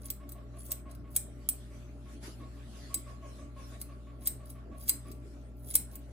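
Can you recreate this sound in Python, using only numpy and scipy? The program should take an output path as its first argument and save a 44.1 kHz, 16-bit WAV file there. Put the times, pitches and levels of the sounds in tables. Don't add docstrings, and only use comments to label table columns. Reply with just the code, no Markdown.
import sys
import numpy as np
from scipy import signal
from scipy.fft import rfft, irfft
from scipy.io import wavfile
from scipy.ndimage import uniform_filter1d

SR = 44100
rng = np.random.default_rng(int(sys.argv[2]) if len(sys.argv) > 2 else 0)


def invert_db(level):
    return 10 ** (np.asarray(level, dtype=float) / 20)


def inscribe(sig):
    pcm = np.round(np.clip(np.atleast_2d(sig).T, -1, 1) * 32767)
    wavfile.write(sys.argv[1], SR, pcm.astype(np.int16))


N = 269884


def evened(x):
    return x / np.sqrt(np.mean(x ** 2) + 1e-20)


def read(points, hz):
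    f, value = np.transpose(points)
    return np.interp(np.log(hz + 1), np.log(f + 1), value)


def add(mix, s, sound):
    part = mix[round(s * SR):][:len(sound)]
    part += sound[:len(part)]


# f/Hz, relative level/dB, basic time to fall 60 dB t60/s
BLADES = [(1300, -29.5, 0.0057), (1735, -15.5, 0.0028), (2140, 3.5, .007), (2780, -12, 0.0054),
          (3410, -10.5, 0.0048), (4023, 4, 0.019), (4340, 1.5, 0.0082), (4954, 5.5, 0.014), (5400, 2, .008),
          (6070, 4, 0.0077), (7440, -8, 0.013), (7840, -2.5, 0.0034), (8184, 1.5, 0.026), (8520, -2, 0.007),
          (9270, -11.5, 0.0093), (9600, -3.5, .008), (10100, -0.5, 0.02), (9945, -1.5, 0.0094),
          (10400, -2.5, 0.0082), (10645, 3, 0.018), (11340, 6.5, 0.006), (12900, 8.5, 0.0048),
          (14160, -0.5, 0.011), (13820, -3, 0.006), (12550, -2, 0.0063), (14100, 16.5, 0.0065),
          (14800, 7, 0.008), (14980, -11.5, 0.0063), (15280, 5.5, 0.018), (10900, -3.5, .006)]
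GROUP_EDGES_HZ = [6500, 9100, 12000]


def modes(ring, free=1, detune=1):
    hz, db, t60 = np.transpose(BLADES)[:, :, None]
    t = np.arange(3000) / SR
    group = np.digitize(hz, GROUP_EDGES_HZ)
    t60 = t60 * ring * np.where(group == 1, free, 1)
    tones = invert_db(db - 60 * t / t60) * np.sin(2 * np.pi * hz * detune * t)
    return tones, group[:, 0]


# t/s, then relative level/dB of the top, low, middle and high mode groups,
# and looseness of the grip (factor on the ring time of the middle group)
CLICKS = [(0.1025, -24, -45, -30.5, -36.5, 0.24), (0.2919, -41, -57, -49, -52, 0.47),
          (0.32, -38, -58, -48, -52, .8), (0.7175, -22.5, -43.5, -29, -34.5, 0.34),
          (0.9134, -54, -63, -53, -51, .8), (.9498, -50, -59, -60, -58, .8),
          (1.1628, -17, -37, -21.5, -25.5, 0.55), (1.489, -16, -40.5, -22.5, -22, 2),
          (2.9428, -23, -38, -25, -26.5, 2.6), (3.8146, -33.5, -44.5, -45, -35, 0.97),
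          (4.2721, -21, -35.5, -25.5, -27.5, 1.1), (4.5014, -46, -61, -50, -43, 0.55),
          (4.8933, -16, -28, -21.5, -19, 1.3), (5.116, -44, -54, -51, -58, .8),
          (5.7087, -41.5, -46, -52.5, -36, .8), (5.7535, -10, -29.5, -18.5, -14.5, 0.94),
          (5.955, -37.5, -58, -44, -46.5, 0.72)]


def clicks():
    out, t = np.zeros(N), np.arange(700) / SR
    blow = np.exp(-t / 0.00022) + 0.28 * np.exp(-t / 0.0052)
    jolts = rng.standard_normal((len(CLICKS), len(BLADES), len(t)))
    for (s, top_db, low_db, middle_db, high_db, free), jolt in zip(CLICKS, jolts):
        rings, group = modes(1.05, free, detune=1 + .008 * jolt[:, -1:])
        struck = signal.fftconvolve(jolt * blow, rings, axes=1)
        struck *= (np.linalg.norm(rings, axis=1) / np.linalg.norm(struck, axis=1))[:, None]
        struck *= invert_db(1.1 * jolt[:, -2:-1])
        for g, db in enumerate([low_db, middle_db, high_db, top_db]):
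            part = struck[group == g].sum(0)
            loudest = uniform_filter1d(part ** 2, size=88).max()
            add(out, s, invert_db(db) * part / np.sqrt(loudest * 2))
    return out


STOP_DB_PER_S = 900
GRIND_START_DB, GRIND_HIGH_DB = -18.5, -4
# start t/s, end t/s,
# level/dB of the low, middle and top mode groups at the end
GRINDS = [(0.032, .1, -60, -76, -72), (0.563, .716, -82, -55, -59), (1.078, 1.16, -75, -78, -63),
          (3.755, 3.813, -74, -78, -64.5), (4.198, 4.271, -65.5, -72, -59),
          (4.769, 4.891, -69.5, -60, -55.5), (5.571, 5.75, -69.5, -69.5, -54)]


def grind_power(t):
    power = np.zeros((4, N))
    for start, end, low_db, middle_db, top_db in GRINDS:
        growth = np.interp(t, [start, end], [GRIND_START_DB, 0])
        outside = np.maximum(np.maximum(t - end, start - t), 0)
        groups_db = np.c_[[low_db, middle_db, top_db + GRIND_HIGH_DB, top_db]]
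        power += invert_db(growth - STOP_DB_PER_S * outside + groups_db) ** 2
    return power


SWELL_RISE_DB_PER_S = 1102
SWELL_GROUPS_DB = [-10, 4, -3.5, 2.5]
# end t/s, level/dB at the end before the group levels
SWELLS = [(.714, -51), (1.158, -47), (3.813, -57), (4.27, -44.5), (4.889, -38), (5.752, -40)]


def swell_power(t):
    power = np.zeros((4, N))
    for end, db in SWELLS:
        shape = np.where(t < end, SWELL_RISE_DB_PER_S, -STOP_DB_PER_S) * (t - end)
        power += invert_db(db + shape + np.c_[SWELL_GROUPS_DB]) ** 2
    return power


def swell_past(t, s):
    return t > min([end for end, db in SWELLS if end > s], default=np.inf)


CATCH_RISE_DB_PER_S, CATCH_MIDDLE_DB = 902, -10
# t/s, level/dB of the high mode group,
# level/dB of the low and top groups against it, fade in dB a second
CATCHES = [(0.02, -59, -35, -12, 500), (0.058, -48, -25, -4, 500), (0.288, -71, 0, -8, 252),
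           (.322, -64, -6, 4, 600), (.568, -69, -11, -9, 300), (0.599, -54, -30, -24, 450),
           (0.658, -48, -39, 1, 800), (0.912, -66, -2, -13, 380), (1.118, -61.5, -26, 1, 300),
           (4.22, -59.5, -13, 2, 202), (4.46, -60.5, -7.5, -5, 456), (4.5, -60, -3, 8, 500),
           (4.784, -61, -20, -7, 100), (4.804, -55, -23, -1, 800), (4.826, -57.5, -7, 3.5, 400),
           (5.074, -66, -5, 0, 150), (5.122, -69.5, -4, -0.5, 400), (5.6, -74, -27, -4, 49.7),
           (5.64, -71, -30, -3, 100), (5.675, -50.5, -15.5, 1, 150), (5.709, -68, -23, -6, 400),
           (5.919, -60, -7.5, 0, 302), (5.953, -62, -10, 3, 604)]


def catch_power(t):
    power = np.zeros((4, N))
    for s, db, low_db, top_db, fade in CATCHES:
        shape = np.where(t < s, CATCH_RISE_DB_PER_S * (t - s), -fade * (t - s))
        groups_db = np.c_[[low_db, CATCH_MIDDLE_DB, 0, top_db]]
        power += invert_db(db + shape + groups_db) ** 2 * ~swell_past(t, s)
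    return power


def strokes():
    t = np.arange(N) / SR
    drift = uniform_filter1d(rng.standard_normal((4, N)), size=150, axis=1)
    clumps = invert_db(6.8 * evened(drift))
    slips = clumps * rng.standard_normal((4, N))
    slips *= invert_db(3.2 * np.minimum(rng.exponential(1, N), 5))
    rings, group = modes(ring=1.0)
    parts = []
    for g, slip in enumerate(slips):
        ringing = signal.oaconvolve(slip, rings[group == g].sum(0))[:N]
        parts.append(evened(ringing))
    power = grind_power(t) + catch_power(t) + swell_power(t)
    return (np.sqrt(power) * np.array(parts)).sum(0)


LAG = 13
# t/s, level/dB
BOUNCES = [
    [(.0011, -6), (.0021, -4), (.0086, -11)],
    [(.0009, -6), (.0018, -5), (.008, -12)],
]


def ports(x):
    out = np.array([np.r_[np.zeros(LAG), x[:-LAG]], x])
    for channel, bounces in zip(out, BOUNCES):
        for s, db in bounces:
            add(channel, s, invert_db(db) * x[:N - round(s * SR)])
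    return out


# t/s, relative level/dB, f/Hz before the fall in pitch
THUMPS = [(2.228, -42.5, 211), (2.277, -37, 310)]


def thumps():
    out, t = np.zeros(N), np.arange(2500) / SR
    band = signal.butter(2, [200, 520], "band", fs=SR, output="sos")
    scuffs = evened(signal.sosfilt(band, rng.standard_normal((len(THUMPS), len(t)))))
    for (s, db, hz), scuff in zip(THUMPS, scuffs):
        knock = invert_db(-60 * t / 0.059) * np.sin(2 * np.pi * hz * t * (1.05 - 3 * t))
        onset = 1 - np.exp(-t / 0.001)
        add(out, s, invert_db(db) * onset * (knock + 0.2 * scuff * invert_db(-60 * t / 0.17)))
    return out


# f/Hz, likeness before each sound's own factor (1 = identical)
SAME = [(60, 0.94), (120, 1), (170, .4), (240, 1), (400, .9), (500, 0.22), (1200, 0.1), (2400, 0.025),
        (15000, .1)]


def noise(colour, patchy_db, alike=1):
    hz = np.fft.rfftfreq(1024, 1 / SR)
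    a, b, c, d, patches = rng.standard_normal((N // 256 + 5, 513, 5)).T
    patches = uniform_filter1d(uniform_filter1d(patches, size=12, axis=0), size=10, axis=1)
    same = np.clip(alike * read(SAME, hz), -1, 1)[:, None]
    left = a + 1j * b
    right = same * left + np.sqrt(1 - same ** 2) * (c + 1j * d)
    z = np.array([left, right])
    z *= invert_db(read(colour, hz)[:, None] + patchy_db * evened(patches))
    return signal.istft(z, nperseg=1024, noverlap=768)[1][:, :N]


# t/s, level/dB
RUSTLE = [(0, -80), (.5, -73.5), (.62, -72), (.8, -66), (.85, -92), (.9, -67), (1.03, -80), (1.3, -71),
          (1.6, -64), (1.69, -68.5), (1.75, -62.5), (1.97, -72.5), (2.06, -66.5), (2.14, -60), (2.2, -71),
          (2.238, -50), (2.275, -50), (2.38, -66.5), (2.65, -64), (2.77, -58.5), (2.92, -58.5),
          (3.04, -67.5), (3.1, -61), (3.2, -72), (3.26, -64.5), (3.4, -61.5), (3.54, -75.5), (3.59, -61.5),
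          (3.75, -58.5), (3.8, -70), (4.05, -70.5), (4.2, -77.5), (4.5, -71.5), (4.7, -78.5), (4.8, -72),
          (5.0, -73), (5.08, -64), (5.2, -76), (5.27, -65.5), (5.47, -72), (5.62, -87), (5.9, -73),
          (6.12, -69)]
# f/Hz, relative level/dB
RUSTLE_COLOUR = [(150, -12.5), (400, -4.5), (1500, -1.5), (3500, -2.5), (7000, -7), (10500, -7),
                 (14200, -15.5), (14800, -35), (16500, -45)]


def rustle():
    s, db = np.transpose(RUSTLE)
    hiss = noise(RUSTLE_COLOUR, patchy_db=4.0, alike=0.19)
    return invert_db(np.interp(np.arange(N) / SR, s, db)) * evened(hiss)


SQUEAK_HZ, SQUEAK_SPREAD = 1115.4, .012
GROAN_HZ = 610.4
GROAN_DB, GROAN_FOLLOWS, GROAN_SPREAD_DB = -57, 0.75, 3
CHAFE_DB, CHAFE_FOLLOWS = -67, .4
CHAFE_HZ = [1310, 2970]
# multiple of its pitch, level/dB against the squeal
SQUEAK_PARTIALS = [(1, 0), (1.53, -18), (2, -20)]
# t/s, relative level/dB
SQUEAKS = [(0.0343, -60.5), (0.1994, -55.5), (0.3501, -56.5), (0.5377, -57), (0.6913, -56), (0.8559, -52.5),
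           (1.0415, -60), (1.3832, -68), (1.7065, -64), (2.0577, -59), (2.3989, -52.5), (2.5606, -62.5),
           (2.7292, -62.5), (2.8983, -50), (3.0644, -49.5), (3.2236, -50.5), (3.3857, -54), (3.5628, -49.5),
           (3.7229, -58), (3.8885, -54.5), (4.0676, -56.5), (4.2158, -60.5), (4.3979, -57), (4.549, -57),
           (4.7137, -53.5), (4.8863, -58), (5.0504, -53), (5.6017, -97), (5.9259, -60.5)]


def squeaks():
    out, t = np.zeros(N), np.arange(4400) / SR
    band = signal.butter(2, CHAFE_HZ, "band", fs=SR, output="sos")
    slips = np.exp(-((t - .012) / 0.016) ** 2)
    slips += 1.02 * np.exp(-((t - .038) / 0.0091) ** 2)
    slips += 0.19 * np.exp(-((t - .065) / 0.0098) ** 2)
    chances = rng.standard_normal((len(SQUEAKS), 3, len(t)))
    for (s, db), chance in zip(SQUEAKS, chances):
        wobble, rough = evened(uniform_filter1d(chance[:2], size=250, axis=1))
        strength_db = db + 56
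        hz = SQUEAK_HZ * (1 + SQUEAK_SPREAD * chance[0, 0])
        turns = np.cumsum(hz * (1.01 - 0.33 * t + 0.026 * wobble)) / SR
        squeal = sum(invert_db(db + d) * np.sin(2 * np.pi * k * turns) for k, d in SQUEAK_PARTIALS)
        groan_db = GROAN_DB + GROAN_FOLLOWS * strength_db + GROAN_SPREAD_DB * chance[1, 0]
        groan_turns = np.cumsum(GROAN_HZ * (1 + 0.082 * rough)) / SR
        groan = invert_db(groan_db) * np.sin(2 * np.pi * groan_turns)
        chafe_db = CHAFE_DB + CHAFE_FOLLOWS * strength_db
        chafe = invert_db(chafe_db) * evened(signal.sosfilt(band, chance[2]))
        add(out, s, (squeal + groan + chafe) * slips)
    return out


PUMP_HZ = 59.2
PUMP_ORDERS = [1, 2, 4, 6, 7, 8, 9, 10, 11, 14, 23]
PUMP_DB = [-48, -67, -72, -71, -71.5, -85.5, -89, -68.5, -76, -82, -81.5]
FAN_HZ, PULL_HZ = 41.55, 119.94
FAN_ORDERS = [(1, 0), (3, 0), (4, 0), (5, 0), (0, 1), (-1, 1), (1, 1), (2, 1), (3, 1), (4, 1), (-2, 2),
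              (1, 2), (0, 3)]
FAN_DB = [-69, -64.5, -70.5, -69, -55, -68.5, -80.5, -69.5, -66, -66, -70.5, -63.5, -75.5]


def motors():
    shaft, pull = np.transpose(FAN_ORDERS)
    hz = np.r_[PUMP_HZ * np.array(PUMP_ORDERS), FAN_HZ * shaft + PULL_HZ * pull]
    levels_db = [*PUMP_DB, *FAN_DB]
    leads = [.06] * len(PUMP_DB) + [.09] * len(FAN_DB)
    t, right = np.arange(N) / SR, np.array([[0], [1]])
    waver = rng.standard_normal((len(hz), N // 64 + 1))
    waver = uniform_filter1d(uniform_filter1d(waver, size=60, axis=1), size=60, axis=1)
    waver = np.repeat(evened(waver), 64, axis=1)[:, :N]
    waver *= np.where(hz > 100, .4, .3)[:, None]
    tones = np.zeros((2, N))
    for f, db, w, phase, lead in zip(hz, levels_db, waver, rng.random(len(hz)), leads):
        tones += invert_db(db + w) * np.sin(2 * np.pi * (f * t + phase + lead * right))
    return np.sqrt(2) * tones * invert_db([[.6], [-.6]])


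# f/Hz, relative level/dB
AIR = [(25, -22.5), (45, -9), (70, 6), (140, -2.5), (270, 3.5), (400, -5.5), (520, -9.5), (620, -5.5),
       (720, -11.5), (900, -19), (1150, -15.5), (2000, -24.5), (5000, -39.5), (10500, -47), (14200, -40),
       (14800, -66.5)]


def air():
    return invert_db(-56) * evened(noise(AIR, patchy_db=3.5))


# f/Hz, time to fall 60 dB t60/s
ROOM = [(1500, 0.47), (4000, 0.28), (9000, .26), (15000, 0.17)]


def room(x):
    taps = np.zeros((2, SR // 2))
    jitter = rng.integers(0, 20, (2, (SR // 2 - 261) // 20))
    at = np.arange(260, SR // 2 - 20, 20) + jitter
    np.put_along_axis(taps, at, rng.choice([-1., 1.], at.shape), 1)
    hz, t, z = signal.stft(taps, SR, nperseg=256)
    decay = invert_db(-60 * t / read(ROOM, hz)[:, None])
    tail = signal.istft(z * decay, SR, nperseg=256)[1]
    return signal.fftconvolve(x[None], tail / np.linalg.norm(tail[0]), axes=1)[:, :N]


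def scene():
    thin = signal.butter(2, 1100, "high", fs=SR, output="sos")
    shears = signal.sosfilt(thin, clicks() + strokes())
    squeak = squeaks()
    near = ports(shears) * invert_db([[-.3], [.3]])
    echo = room(invert_db(-9) * shears + invert_db(-7.5) * squeak)
    return near + echo + invert_db(-4.0) * squeak + thumps() + rustle() + motors() + air()


# f/Hz, level/dB
TREBLE = [(20, 0), (11100, 1), (11400, -16.5), (12100, -11.5), (12500, 3.5), (16000, -4), (16700, -19.5),
          (17600, -40.5)]


def treble_curve(dry):
    gain = invert_db(read(TREBLE, np.fft.rfftfreq(N, 1 / SR)))
    return irfft(rfft(dry) * gain, N)


def roll_off(x):
    return signal.sosfilt(signal.butter(12, 17650, fs=SR, output="sos"), x)


def record(dry):
    coloured = treble_curve(dry)
    return roll_off(coloured)


dry = scene()
out = record(dry)
inscribe(out)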